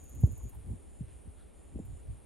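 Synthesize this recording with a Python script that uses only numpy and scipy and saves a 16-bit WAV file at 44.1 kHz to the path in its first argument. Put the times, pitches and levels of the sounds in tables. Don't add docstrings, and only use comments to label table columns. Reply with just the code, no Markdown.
import sys
import numpy as np
from scipy import signal
from scipy.fft import rfft, irfft
from scipy.io import wavfile
from scipy.ndimage import uniform_filter1d

SR = 44100
rng = np.random.default_rng(int(sys.argv[2]) if len(sys.argv) > 2 else 0)


def to_wav(sig):
    pcm = np.clip(np.atleast_2d(sig), -1, 1) * 32767
    pcm = np.round(pcm).astype(np.int16)
    wavfile.write(sys.argv[1], SR, pcm.T)


N = 99225
TIME = np.arange(N) / SR
FREQ = np.maximum(np.arange(N // 2 + 1) * SR / N, 1e-3)


def near_buzzer(rate_hz=127, stop_s=0.49, release_s=0.017):
    cycle = np.cumsum(rate_hz * (1 + .004 * drift(19.8))) / SR
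    main = strokes(cycle + 0.39, rate_hz, 6955, -400, width=0.13, spread_db=1.1, rough=0.055, slip=0.13)
    back = strokes(cycle, rate_hz, 6380, -400, width=0.25, spread_db=-0.5, rough=0.33, slip=0.15)
    song = undb(-65) * main + undb(-73.5) * back + undb(-71) * band(6800, 600)
    return song * np.exp(-np.maximum(TIME - stop_s, 0) / release_s)


def steady_buzzer(rate_hz=121.6):
    # t/s, level/dB
    effort_curve = [(0, 1), (.5, -1.5), (1.25, 0.5), (1.41, -2.5), (1.46, -14), (1.51, -14), (1.55, 2.5),
                    (1.61, -4.5), (1.94, 0.5), (2.25, -2)]
    # f/Hz, relative level/dB
    chorus_spectrum = [(6000, -25.5), (7200, -18), (7800, -16), (8300, -15.5), (8900, -3), (9400, -11),
                       (9800, 3.5), (10300, -5.5), (11000, -14), (11700, -24.5), (12500, -36), (14000, -53)]
    cycle = np.cumsum(rate_hz * (1 + .006 * drift(12))) / SR
    song = strokes(cycle, rate_hz, 9607, -2200, width=0.22, spread_db=-1, rough=0.18, slip=.2)
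    effort_db = np.interp(TIME, *np.array(effort_curve).T)
    chorus = colour(rng.standard_normal(N), chorus_spectrum)
    chorus *= undb(-66 + 0.87 * drift(12) + .15 * effort_db)
    return song * undb(-70 + effort_db + 0.6 * drift(10)) + chorus


def strokes(cycle, rate_hz, ring_hz, slide_hz, width, spread_db, rough, slip):
    index = np.floor(cycle).astype(int) + 2
    strength, detune, phase = rng.standard_normal((600, 3))[index % 600].T
    offset = cycle % 1 - .5
    pitch_hz = ring_hz * (1 + 0.0043 * detune)
    turns = (pitch_hz * offset + .5 * slide_hz * offset ** 2) / rate_hz + slip * phase
    envelope = np.exp(-.5 * (offset / width) ** 2) * np.sqrt(np.cos(np.pi * offset).clip(0))
    grain = 1 + rough * drift(1500)
    return unit(envelope * undb(spread_db * strength) * grain * np.sin(2 * np.pi * turns))


def rasper(tooth_hz=900, sigma_s=0.0045, tail_s=0.027):
    # t/s, level/dB
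    rasps = [(-.014, -58), (.042, -58.5), (.098, -59), (.154, -59), (.211, -57), (0.268, -58),
             (0.324, -57.5), (0.379, -58.5), (.437, -60), (.495, -58), (.550, -60.5), (.603, -76),
             (.662, -77), (.72, -75), (1.857, -64.5), (2.075, -76)]
    # f/Hz, relative level/dB
    wing = [(8500, -21), (10000, -3), (10900, 9), (12200, -0.5), (13000, 1), (14200, -9), (15500, -12),
            (16500, -13)]
    tooth_phase = np.cumsum(tooth_hz * (1 + .25 * drift(400))) / SR % 1
    ticks = colour(rng.standard_normal(N) * np.exp(-tooth_phase / .4), wing)
    stroke = sum(undb(db) * swell(at, sigma_s) for at, db in rasps)
    tail = sum(undb(db) * np.exp(-np.maximum((TIME - at) / tail_s, (at - TIME) / (2 * sigma_s)))
               for at, db in rasps)
    return stroke * ticks + undb(-9.5) * tail * colour(rng.standard_normal(N), wing)


def far_buzzer(rate_hz=165, fade_s=0.028):
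    # start t/s, end t/s, level/dB
    phrases = [(0.502, .64, -87), (.65, .88, -80), (.88, 1.02, -76), (1.11, 1.19, -78.5),
               (1.32, 1.402, -81.5), (1.55, 1.763, -78), (1.778, 2.015, -74.5), (2.115, 2.175, -79)]
    effort = sum(undb(db) * np.clip(np.minimum(TIME - start, end - TIME) / fade_s + .5, 0, 1)
                 for start, end, db in phrases)
    cycle = np.cumsum(rate_hz * (1 + 0.053 * drift(10))) / SR
    throb = 1 + .5 * np.sin(2 * np.pi * cycle)
    return effort * unit(throb * band(7140, 990))


def thumps(sag_s=0.018, end_hz=34.7, attack_s=0.0011):
    # t/s, swing level/dB, starting f/Hz, rise t/s, ring level/dB
    knocks = [(0.2332, -10, 156, 0.0087, -32.5), (.272, -43, 438, 0.0041, -56),
              (.290, -41.5, 317, 0.0041, -58), (.452, -35.5, 159, .008, -71),
              (.700, -38.5, 188, 0.0069, -59), (.733, -38, 256, 0.0032, -64),
              (1.0054, -30.5, 223, 0.0063, -62), (1.27, -38, 167.4, 0.0094, -62),
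              (1.757, -32.5, 272, 0.0029, -62), (1.789, -38, 330, 0.0014, -41.5),
              (1.798, -32, 252, .003, -49)]
    # f/Hz, relative level/dB, decay t/s
    modes = [(316, -5, 0.0063), (424, 2, 0.004), (719, -2, 0.0032)]
    port_phase = 0.26 * np.array([[1], [-1]])
    sound = 0
    for at, db, hz, rise, ring_db in knocks:
        t = np.maximum(TIME - at, 0)
        turns = end_hz * t + (hz - end_hz) * sag_s * (1 - np.exp(-t / sag_s))
        swing = (t / rise * np.exp(1 - t / rise)) ** 2 * np.sin(2 * np.pi * turns + port_phase)
        ring = sum(undb(mode_db) * np.exp(-t / decay) * np.sin(2 * np.pi * mode_hz * t + port_phase)
                   for mode_hz, mode_db, decay in modes)
        attack = 1 - np.exp(-(t / attack_s) ** 2)
        sound += undb(db) * swing + undb(ring_db) * ring * attack
    return signal.sosfilt(signal.butter(6, 1000, fs=SR, output="sos"), sound)


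def wind():
    # t/s, Gaussian width t/s, rumble level/dB, flutter level/dB
    gusts = [(0.033, 0.012, -50, -73), (0.206, 0.052, -42.5, -57), (0.257, 0.028, -37, -47),
             (0.324, 0.017, -38, -60), (0.391, .02, -47, -80), (0.457, 0.017, -38, -53.5),
             (0.577, 0.044, -48, -71), (0.711, 0.035, -38.5, -50), (1.025, .015, -38, -65),
             (1.12, 0.067, -52.5, -74), (1.275, 0.013, -42.5, -56.5), (1.778, 0.033, -41, -50),
             (1.852, 0.015, -43.5, -65), (1.918, 0.03, -39.5, -63.5), (2.105, 0.029, -40, -74)]
    # f/Hz, relative level/dB
    rumble_spectrum = [(20, -26.5), (40, -2), (62, 9.5), (80, 5.5), (120, 1), (200, -22.5), (400, -55),
                       (2000, -100)]
    flutter_spectrum = [(70, -18), (130, 2), (260, 1.5), (420, -9), (750, -24.5), (1100, -35.5),
                        (2000, -58), (8000, -100)]
    rumble = np.sqrt(sum((undb(db) * swell(at, sigma)) ** 2 for at, sigma, db, _ in gusts))
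    flutter = np.sqrt(sum((undb(db) * swell(at, sigma)) ** 2 for at, sigma, _, db in gusts))
    return rumble * wide(rumble_spectrum, side_db=-3.5) + flutter * wide(flutter_spectrum, side_db=-7.5)


def rustles():
    # t/s, Gaussian width t/s, centre f/Hz, bandwidth f/Hz, level/dB
    brushes = [(0.377, 0.0059, 830, 400, -66.5), (0.409, 0.004, 930, 506, -62),
               (0.545, 0.017, 880, 408, -65.5), (1.098, 0.037, 2060, 3520, -72.5),
               (1.406, 0.021, 1440, 885, -71), (1.409, .025, 3470, 2500, -75.5)]
    return sum(undb(db) * swell(at, sigma) * band(hz, width) for at, sigma, hz, width, db in brushes)


def grass_scatter(sound, decay_s=0.018):
    response = rng.standard_normal((2, N)) * np.exp(-TIME / decay_s)
    return signal.fftconvolve(sound[None], response / np.linalg.norm(response[0]))[:, :N]


def air():
    # f/Hz, relative level/dB
    spectrum = [(20, -11.5), (40, -2.5), (65, 2.5), (110, -15), (170, -15.5), (400, -18.5), (650, -24),
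                (1000, -30.5), (1600, -36), (2400, -35.5), (3500, -39.5), (5000, -49.5), (6500, -51),
                (9000, -64), (14000, -77)]
    return wide(spectrum, side_db=-1.5) * undb(-55 + .5 * drift(5.53))


def undb(db):
    return 10 ** (np.asarray(db) / 20)


def unit(x):
    return x / np.sqrt(np.mean(x ** 2) + 1e-30)


def colour(x, spectrum):
    hz, db = np.array(spectrum, float).T
    gain = undb(np.interp(np.log(FREQ), np.log(hz), db))
    return unit(irfft(rfft(x) * gain, N))


def band(centre_hz, width_hz):
    detune = (FREQ / centre_hz - centre_hz / FREQ) * centre_hz / width_hz
    return unit(irfft(rfft(rng.standard_normal(N)) / (1 + detune ** 2) ** 2, N))


def drift(rate_hz):
    hold = max(int(SR / rate_hz), 1)
    steps = rng.standard_normal(N)[np.arange(N) // hold]
    return unit(uniform_filter1d(uniform_filter1d(steps, hold), hold))


def swell(at, sigma):
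    return np.exp(-.5 * ((TIME - at) / sigma) ** 2)


def wide(spectrum, side_db):
    mid, side = (colour(rng.standard_normal(N), spectrum) for _ in range(2))
    side_gain = undb(np.interp(FREQ, [120, 300, 1400, 3000, 6000], [0, 6, -6.5, -10, -15.5]))
    side = irfft(rfft(side) * side_gain, N)
    return mid + undb(side_db) * side * np.array([[1], [-1]])


def scene():
    insects = near_buzzer() + steady_buzzer() + far_buzzer() + rasper()
    delay_s, above_hz = .000293, 8520
    phase_lag = 2 * np.pi * delay_s * np.maximum(FREQ - above_hz, 0)
    right = irfft(rfft(insects) * np.exp(-1j * phase_lag), N)
    direct = np.array([insects, right])
    return direct + undb(-29.5) * grass_scatter(insects) + air() + wind() + thumps() + rustles()


def record(dry):
    return signal.sosfilt(signal.ellip(8, .2, 70, 15850, fs=SR, output="sos"), dry)


dry = scene()
out = record(dry)
to_wav(out)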